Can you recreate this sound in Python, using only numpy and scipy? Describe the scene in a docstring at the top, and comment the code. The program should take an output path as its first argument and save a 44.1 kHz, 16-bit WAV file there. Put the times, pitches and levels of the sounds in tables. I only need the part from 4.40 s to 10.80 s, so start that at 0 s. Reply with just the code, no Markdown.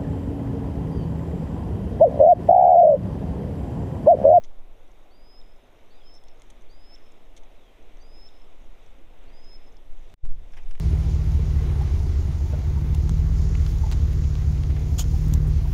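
"""Rocky shore in wind: a near bird's rising whistles, most ending in a short pip, echo off the rocks.
A far bird gives falling notes. Birds are gliding sines; tackle clicks are noise bursts ringing in bands.
Wind pushing on the microphone, lapping water and hiss are coloured noise.
Near the end the sound breaks off with sharp ticks and fades back in with stronger wind;
steps then crunch on shingle as bursts of grainy noise."""
import sys
import numpy as np
from scipy import signal
from scipy.fft import rfft, irfft, next_fast_len
from scipy.io import wavfile
from scipy.ndimage import uniform_filter1d, map_coordinates

SR = 44100
rng = np.random.default_rng(int(sys.argv[2]) if len(sys.argv) > 2 else 0)


def unload_wav(signal):
    """Save mono or channel-first audio to the path in sys.argv[1] as 16-bit WAV at rate SR, clipped to [-1, 1]."""
    wavfile.write(
        sys.argv[1],
        SR,
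        np.round(np.clip(np.atleast_2d(signal).T, -1, 1) * 32767).astype(np.int16),
    )


N = 282226

# Source levels apply ahead of the break gain. Spectra are relative: each noise is scaled to rms 1.
# Wind on the diaphragm: (time [s], push level before random swing [dB], buffet level [dB])
WIND_LEVELS = [(0, -36, -51), (.12, -34, -56), (.45, -43, -54), (.75, -50, -57), (1.0, -40, -58.5),
               (1.45, -50, -57.5), (1.85, -36, -55.5), (2.03, -46, -55), (2.28, -38, -53.5),
               (2.6, -43, -57), (3.0, -42, -55.5), (3.35, -48, -55), (3.7, -39, -52.5), (4.15, -37, -56.5),
               (4.75, -43, -52), (5.0, -38, -53.5), (5.36, -42, -54.5), (5.51, -32, -53), (5.73, -42, -52),
               (5.83, -38, -50), (5.842, -19, -31), (5.875, -20, -38), (5.91, -17, -34), (5.96, -27, -36),
               (6.015, -19, -35), (6.1, -22, -43), (6.164, -26, -41), (6.274, -20, -42.5), (6.39, -27, -42)]
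# Push and buffet spectra: (frequency [Hz], relative density [dB per Hz])
PUSH_SPECTRUM = [(1, 1), (3, 14), (10, 9), (20, 0.5), (30, -29.5), (50, -74), (100, -100)]
BUFFET_SPECTRUM = [(12, -22.5), (22, 4.5), (50, -10.5), (100, -20), (200, -32), (400, -46), (800, -68)]
PUSH_SWING_DB = 2  # scales the random swing

# Water: (time [s], wash level before 2 dB cut [dB], lapping level before swell [dB], fizz level before swell [dB])
WATER_LEVELS = [(0, -61, -72, -80), (.2, -61, -71.5, -83.5), (2, -61, -70, -82), (3.4, -61, -69, -80),
                (4.6, -61, -69.5, -81), (4.91, -59.5, -67.5, -80.5), (5.5, -62, -70, -81),
                (5.73, -61, -68.5, -77), (5.912, -64, -70, -78.5), (6.034, -56.5, -65.5, -75),
                (6.302, -57.5, -63, -71.5), (6.38, -61.5, -64.5, -73)]
# Wash, lapping and fizz spectra: (frequency [Hz], relative density [dB per Hz])
WASH_SPECTRUM = [(100, -7.5), (180, -6), (260, 0.5), (450, 0.5), (700, -1), (1000, -8), (1500, -14),
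                 (2500, -63)]
LAPPING_SPECTRUM = [(900, -5.5), (1500, -4), (2100, 2), (3000, -1.5), (3700, -1), (4300, -14.5),
                    (5000, -40.5), (6000, -44)]
FIZZ_SPECTRUM = [(3500, -15.5), (4800, -6.5), (6200, -6.5), (7200, -10.5), (8500, -11.5), (10000, -21),
                 (12000, -43)]

# Microphone self-noise: (frequency [Hz], relative density [dB per Hz])
HISS_SPECTRUM = [(3000, -38), (5000, -8), (8000, -4), (11000, 1.5), (16000, -1)]
# Hiss, louder after the break: (time [s], level [dB])
HISS_LEVELS = [(5.8, -84), (5.95, -81), (6.1, -77.5), (6.4, -79)]

# Clear tackle clicks: (time [s], upper ring peak [dB], upper ring pitch [Hz],
# lower ring before 1.5 dB cut [dB re upper], bright ring before 1.5 dB lift [dB re upper], 30 dB decay [s])
CLEAR_CLICKS = [(0.0364, -47.5, 5740, -5.5, -26, 0.011), (0.043, -55, 6100, 1.5, -26, 0.016),
                (0.5147, -63, 6250, -7, -18, 0.007), (1.7394, -61, 6050, -15, -4, 0.0077),
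                (1.7504, -59, 6120, -9, -3, 0.007), (1.761, -62, 5800, -7, -32, 0.0079),
                (1.837, -64, 6170, 7, 4, 0.007), (1.8826, -54.5, 5630, -3, -27, 0.0081),
                (1.9969, -58, 6800, -13, -19, 0.0063), (2.0188, -51.5, 6550, 1, -5, 0.0054),
                (2.1004, -53, 6500, 0, -5, 0.012), (2.2094, -63, 6180, -10, -13, 0.007),
                (2.219, -63, 6200, -10, -6, 0.007), (2.5511, -55, 5400, -15, -29, 0.007),
                (2.72, -56, 7000, -24, -13, 0.0048), (2.9636, -52, 6300, 1, -8, 0.014),
                (2.9735, -52, 6250, 0, -10, 0.014), (3.033, -63, 6120, 5, -13, 0.008),
                (3.5698, -62, 6200, -3, -16, 0.007), (4.4608, -64, 5920, 0, -20, 0.007),
                (4.838, -68, 7000, -10, -5, 0.006), (5.0439, -63, 5900, -8, -11, 0.007),
                (5.128, -66, 6200, -10, -10, 0.007), (5.3223, -64, 6200, -4, -19, 0.0085),
                (5.3672, -57, 5400, -8, -22, 0.0058), (6.1214, -56, 5800, -4, -10, 0.005),
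                (6.231, -58, 5700, -8, -10, 0.007), (6.292, -59, 10700, -8, -8, 0.009)]
# Faint clicks, one row each for upper peak [dB], upper pitch [Hz], lower ring [dB], bright ring [dB],
# with the same cut and lift: (mean, standard deviation)
FAINT_CLICK_STATS = [(-72, 2.5), (6200, 280), (-6, 4), (-15, 4)]
FAINT_COUNT, FAINT_UNTIL_S, FAINT_DECAY_S = 24, 5.7, 0.007
CLICK_RISE = 0.2  # rise time constant / decay length
BODY_HZ, BODY_DB = 2150, -7  # dull ring, dB re lower-ring table value

# Near bird's whistles, one list each: (time [s], pitch before end flick [Hz], level before flick and waver [dB])
WHISTLE_GLIDES = [
    [(0.703, 4216, -85), (0.711, 4360, -71), (0.723, 4555, -69), (0.739, 4697, -70), (0.849, 4975, -68),
     (0.901, 5072, -60), (0.955, 5080, -61), (1.003, 5217, -59), (1.01, 5289, -65)],
    [(1.503, 4403, -78), (1.509, 4401, -69), (1.535, 4730, -73), (1.587, 4917, -73), (1.611, 4943, -85),
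     (1.659, 5117, -63), (1.695, 5235, -60), (1.735, 5250, -60), (1.775, 5327, -57), (1.782, 5366, -65)],
    [(2.289, 4164, -87), (2.295, 4372, -71), (2.307, 4580, -66), (2.331, 4792, -67), (2.389, 4968, -71),
     (2.435, 5078, -65), (2.517, 5223, -60), (2.549, 5311, -52), (2.557, 5341, -59)],
    [(3.595, 4378, -78), (3.605, 4558, -70), (3.629, 4775, -66), (3.691, 4976, -69), (3.751, 5096, -60),
     (3.839, 5196, -58), (3.879, 5319, -54), (3.886, 5344, -61)],
    [(4.875, 4298, -78), (4.885, 4468, -71), (4.915, 4768, -85), (4.933, 4841, -71), (4.967, 4944, -65),
     (5.011, 5053, -66), (5.161, 5177, -53), (5.168, 5182, -59)],
]
# Closing pips: (time [s], fundamental peak [dB], mid-pip pitch [Hz], overtone [dB re fundamental])
CLOSING_PIPS = [(1.012, -57, 3650, -13), (1.781, -62, 3680, -20), (2.557, -56, 3600, -14),
                (3.886, -54, 3650, -12)]
# Octave of each whistle, at the whistle's peak: (level before waver [dB])
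OCTAVE_LEVELS_DB = [-91, -93, -84, -86, -89]
OCTAVE_FOLLOW_DB_PER_DB, OCTAVE_WAVER_DB = 0.35, 3
WHISTLE_WAVER_DB = 1.2
FLICK_HZ, FLICK_S, FLICK_DB = 170, 0.003, 3  # upward snap over the last milliseconds

# Scattering shore, then three rock faces: (delay [s], return level [dB], t60 [s], scattered energy share [0-1])
ROCK_RETURNS = [(.02, -19, .55, 1), (.13, -14.5, .09, .6), (.17, -23, .1, .7), (.25, -29, .08, .55)]
# Each whistle reaches the rocks differently as the bird turns its head: (send gain [dB])
ECHO_SEND_DB = [0, 0, -1, -2, -4]

# Far bird: (time [s], length [s], start pitch [Hz], end pitch [Hz], level before offsets [dB], start offset [dB])
FALLING_NOTES = [(1.515, .185, 4430, 3120, -70.5, -7), (3.15, .165, 4300, 3185, -69.5, -14),
                 (3.603, .028, 6800, 5950, -70, -10), (6.18, .08, 3100, 2290, -66.5, 2)]
SETTLE_POWER, END_OFFSET_DB = 2.05, -3  # how sharply the glide levels off; level offset at the end
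FAR_FLUTTER_DB = 1.8  # scale; the long path breaks up the far notes

# Ticks around the break: (time [s], jump size before 4.5 dB lift [dB])
BREAK_TICKS = [(5.7407, -39.5), (5.8537, -40), (5.8584, -63), (5.8642, -43.5), (5.8735, -63), (5.8848, -60),
               (5.8932, -46.5), (5.9033, -53), (5.9119, -46), (5.924, -46)]
# Break and fade back in: (time [s], gain [dB])
BREAK_GAIN = [(5.7405, 3.5), (5.7415, -77), (5.78, -20.5), (5.828, -14), (5.84, -4), (5.9, -3), (5.96, -2)]

# Shingle crunches: (time [s], level before onset rise [dB], 30 dB decay [s], treble gain [dB])
CRUNCHES = [(6.107, -55, 0.02, -8), (6.1345, -43, 0.014, -2), (6.143, -50, 0.015, -4),
            (6.1685, -41.5, 0.025, -3), (6.176, -47, 0.02, -4), (6.185, -51, 0.02, -10),
            (6.196, -53, 0.02, -10), (6.26, -55, 0.03, -8), (6.309, -42, 0.012, 1), (6.319, -55, 0.012, -2),
            (6.351, -46, 0.02, -10), (6.282, -53, 0.012, -6), (6.376, -46, 0.013, -4)]
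# Stone grain spectrum: (frequency [Hz], relative density [dB per Hz])
STONE_SPECTRUM = [(180, -34), (300, -4), (700, -3), (1470, -5), (2970, -4), (4320, -17), (5620, -10),
                  (6840, -22), (8740, -20), (15000, -30)]
TREBLE_FROM_HZ = 4300
BAND_LIMIT_HZ = 15450


def amp(db):
    """Amplitude factor from dB."""
    return 10 ** (np.asarray(db) / 20)


def unit(x):
    """x scaled to rms 1."""
    return x / np.sqrt(np.mean(x ** 2) + 1e-20)


def curves(rows):
    """One value per sample for each column after the time."""
    time_s, *columns = np.transpose(rows)
    return [np.interp(np.arange(N) / SR, time_s, column) for column in columns]


def wobble(rate_hz):
    """Smooth random curve with rate_hz knots a second."""
    knots = rng.standard_normal(int(N * rate_hz / SR) + 4)
    return map_coordinates(knots, [np.arange(N) * rate_hz / SR])


def filtered(x, response):
    """x through a response given as a function of Hz."""
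    size = next_fast_len(len(x) + 8192)
    return irfft(rfft(x, size) * response(np.fft.rfftfreq(size, 1 / SR)), size)[:len(x)]


def coloured(x, spectrum):
    """x shaped by a spectrum on a log-Hz axis, silent above its last point, rms 1."""
    f_hz, db = np.transpose(spectrum)

    def response(hz):
        gain_db = np.interp(np.log(hz + 0.17), np.log(f_hz), db)
        return amp(gain_db) * (hz < f_hz[-1])

    return unit(filtered(x, response))


def patchy(depth_db):
    """White noise with patches of random gain in time and frequency."""
    bins = signal.stft(rng.standard_normal(N + 512), nperseg=512)[2]
    field = uniform_filter1d(rng.standard_normal(bins.shape), 6, 0)
    field = uniform_filter1d(field, 10, 1)
    return signal.istft(bins * amp(depth_db * unit(field)), nperseg=512)[1][:N]


def add(out, time_s, x):
    """Mix x into out from time_s."""
    part = out[round(time_s * SR):][:len(x)]
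    part += x[:len(part)]


def wind():
    """Slow pressure pushes and faster lumpy buffeting on the diaphragm."""
    push_db, buffet_db = curves(WIND_LEVELS)
    push = coloured(rng.standard_normal(N), PUSH_SPECTRUM)
    push = unit(np.tanh(0.57 * push))  # pushes flatten as the diaphragm stiffens
    lumps = amp(0.9 * wobble(14))
    buffet = unit(lumps * coloured(rng.standard_normal(N), BUFFET_SPECTRUM))
    return amp(push_db + PUSH_SWING_DB * wobble(7)) * push + amp(buffet_db) * buffet


def bubble_pops():
    """Bursting bubbles: short decaying sines of random size and pitch, in clumps."""
    draws, t = rng.random((1500, 3)), np.arange(256) / SR
    size = amp(-4 * np.log(1.03 - draws[:, 1:2]))
    hz = 5600 + 1400 * draws[:, 2:]
    envelope = amp(-60 * t / 0.015) * np.hanning(len(t)) ** 0.5
    pops = size * np.sin(2 * np.pi * hz * t) * envelope
    where = (draws[:, :1] * N).astype(int) + np.arange(len(t))
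    return amp(4 * wobble(8)) * np.bincount(where.ravel(), pops.ravel(), N)[:N]


def water():
    """Far wash, nearer lapping and bubble fizz; lapping and fizz share a random swell."""
    wash_db, lapping_db, fizz_db = curves(WATER_LEVELS)
    swell_db = 0.78 * wobble(6)
    wash = coloured(patchy(depth_db=1), WASH_SPECTRUM)
    lapping = coloured(patchy(depth_db=1), LAPPING_SPECTRUM)
    fizz = coloured(patchy(depth_db=1), FIZZ_SPECTRUM) + amp(-7) * unit(bubble_pops())
    return (amp(wash_db - 2) * wash
            + amp(lapping_db + swell_db) * lapping
            + amp(fizz_db + swell_db) * fizz)


def microphone_hiss():
    """Microphone self-noise: coloured noise along a level curve."""
    return amp(curves(HISS_LEVELS)[0]) * coloured(rng.standard_normal(N), HISS_SPECTRUM)


def ring(burst, centre_hz, width_hz):
    """Burst through a triple resonance, peak 1."""
    def response(hz):
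        damping = 1j * hz * width_hz
        return (damping / (centre_hz ** 2 - hz ** 2 + damping)) ** 3

    sound = filtered(burst, response)
    return sound / abs(sound).max()


def tackle():
    """Clicks: rough noise bursts ringing in four narrow bands of the small parts."""
    out, t = np.zeros(N), np.arange(1024) / SR
    mean, spread = np.transpose(FAINT_CLICK_STATS)
    faint = [(rng.uniform(0, FAINT_UNTIL_S), *rng.normal(mean, spread), FAINT_DECAY_S)
             for _ in range(FAINT_COUNT)]
    for time_s, peak_db, upper_hz, lower_db, bright_db, decay_s in CLEAR_CLICKS + faint:
        rise = 1 - np.exp(-t / (CLICK_RISE * decay_s))
        burst = rng.standard_normal(len(t)) * amp(-30 * t / decay_s) * rise
        upper_width_hz = np.clip(800 + 70 * (peak_db + 65), 500, 3000)  # faint clicks ring narrower
        click = ring(burst, upper_hz, upper_width_hz)
        click += amp(lower_db - 1.5) * ring(burst, 3400, 1500)
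        click += amp(bright_db + 1.5) * ring(burst, 8600, 3000)
        click += amp(lower_db + BODY_DB) * ring(burst, BODY_HZ, 900)
        add(out, time_s, amp(peak_db) * click)
    return out


def note(t, hz, levels_db):
    """Gliding sine with one harmonic per level and short end ramps."""
    phase = 2 * np.pi * np.cumsum(hz) / SR
    ends = np.clip(np.minimum(t, t[-1] - t) / 0.0029, 0, 1)
    return ends * sum(amp(db) * np.sin((k + 1) * phase) for k, db in enumerate(levels_db))


def whistle(rows, octave_db):
    """Whistle along its pitch and level curve, with a faint octave that comes and goes."""
    time_s, hz, db = np.transpose(rows)
    t = np.arange(0, time_s[-1] - time_s[0], 1 / SR)
    flick = np.exp((t - t[-1]) / FLICK_S)
    glide_hz = np.interp(t + time_s[0], time_s, hz)
    hz = uniform_filter1d(glide_hz, size=301, mode="nearest") + FLICK_HZ * flick
    db = np.interp(t + time_s[0], time_s, db) + FLICK_DB * flick
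    db = db + WHISTLE_WAVER_DB * wobble(60)[:len(t)]
    octave_db = octave_db + OCTAVE_FOLLOW_DB_PER_DB * (db - db.max())
    octave_db = octave_db + OCTAVE_WAVER_DB * wobble(25)[-len(t):]
    return note(t, hz, [db, octave_db])


def pip(peak_db, mid_hz, overtone_db):
    """Short steeply dropping tone with an octave overtone."""
    t = np.arange(round(0.0074 * SR)) / SR
    phase = 2 * np.pi * mid_hz * t * (1.11 - 15 * t)
    envelope = np.sin(np.pi * t / t[-1]) ** 2
    return amp(peak_db) * envelope * (np.sin(phase) + amp(overtone_db) * np.sin(2 * phase))


def rock_echo(sent):
    """Each uneven surface returns a clear and a smeared copy."""
    rocks, t = np.zeros(SR), np.arange(SR // 2) / SR
    for delay_s, db, t60_s, share in ROCK_RETURNS:
        smear = rng.standard_normal(len(t)) * amp(-60 * t / t60_s)
        smear /= np.linalg.norm(smear)
        add(rocks, delay_s, amp(db) * (np.sqrt(share) * smear + np.sqrt(1 - share) * (t == 0)))
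    flutter_db = 4 * wobble(250) + 1.2 * wobble(50)  # moving air makes far paths flutter
    return amp(flutter_db) * signal.fftconvolve(sent, rocks)[:N]


def near_bird():
    """Whistles with rock echoes, and dry closing pips."""
    near, sent = np.zeros((2, N))
    for rows, octave_db, send_db in zip(WHISTLE_GLIDES, OCTAVE_LEVELS_DB, ECHO_SEND_DB):
        sound = whistle(rows, octave_db)
        add(near, rows[0][0], sound)
        add(sent, rows[0][0], amp(send_db) * sound)
    for time_s, *settings in CLOSING_PIPS:
        add(near, time_s, pip(*settings))
    return near + rock_echo(sent)


def falling_note(length_s, start_hz, end_hz, db, start_offset_db):
    """Sine whose pitch drops fast and settles, with level offsets at start and end."""
    t = np.arange(round(length_s * SR)) / SR
    u = t / length_s
    hz = end_hz + (start_hz - end_hz) * (1 - u) ** SETTLE_POWER
    return note(t, hz, [db + start_offset_db * (1 - u) ** 2 + END_OFFSET_DB * u ** 8])


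def far_bird():
    """Falling notes whose level flutters over the long path."""
    far = np.zeros(N)
    for time_s, *settings in FALLING_NOTES:
        add(far, time_s, falling_note(*settings))
    return far * amp(FAR_FLUTTER_DB * (wobble(70) + 2 * wobble(300)))


def ticks():
    """Sudden small jumps of the waveform that sag back exponentially."""
    out, t = np.zeros(N), np.arange(SR // 20) / SR
    for time_s, db in BREAK_TICKS:
        add(out, time_s, -amp(db + 4.5) * np.exp(-t / 0.0023))
    return out


def shingle():
    """Stones shift under a boot: short bursts of clumped grains, some duller than others."""
    low_gain, high_gain = np.zeros((2, N))
    t = np.arange(SR // 10) / SR
    for time_s, db, decay_s, treble_db in CRUNCHES:
        burst = amp(db - 30 * t / decay_s) * (1 - np.exp(-t / 0.001))
        add(low_gain, time_s, burst)
        add(high_gain, time_s, amp(treble_db) * burst)
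    grains = coloured(rng.standard_normal(N) * amp(2.5 * wobble(640)), STONE_SPECTRUM)
    low = filtered(grains, lambda hz: 1 / (1 + (hz / TREBLE_FROM_HZ) ** 8))
    return low_gain * low + high_gain * (grains - low)


def scene():
    """All sources, summed to one channel."""
    return (wind() + water() + tackle() + near_bird() + far_bird() + shingle())[None]


def record(dry):
    """Add microphone hiss, apply the break gain, add ticks and cut all above the band limit."""
    broken = (dry[0] + microphone_hiss()) * amp(curves(BREAK_GAIN)[0])
    return filtered(broken + ticks(), lambda hz: hz < BAND_LIMIT_HZ)[None]


dry = scene()
out = record(dry)
unload_wav(out)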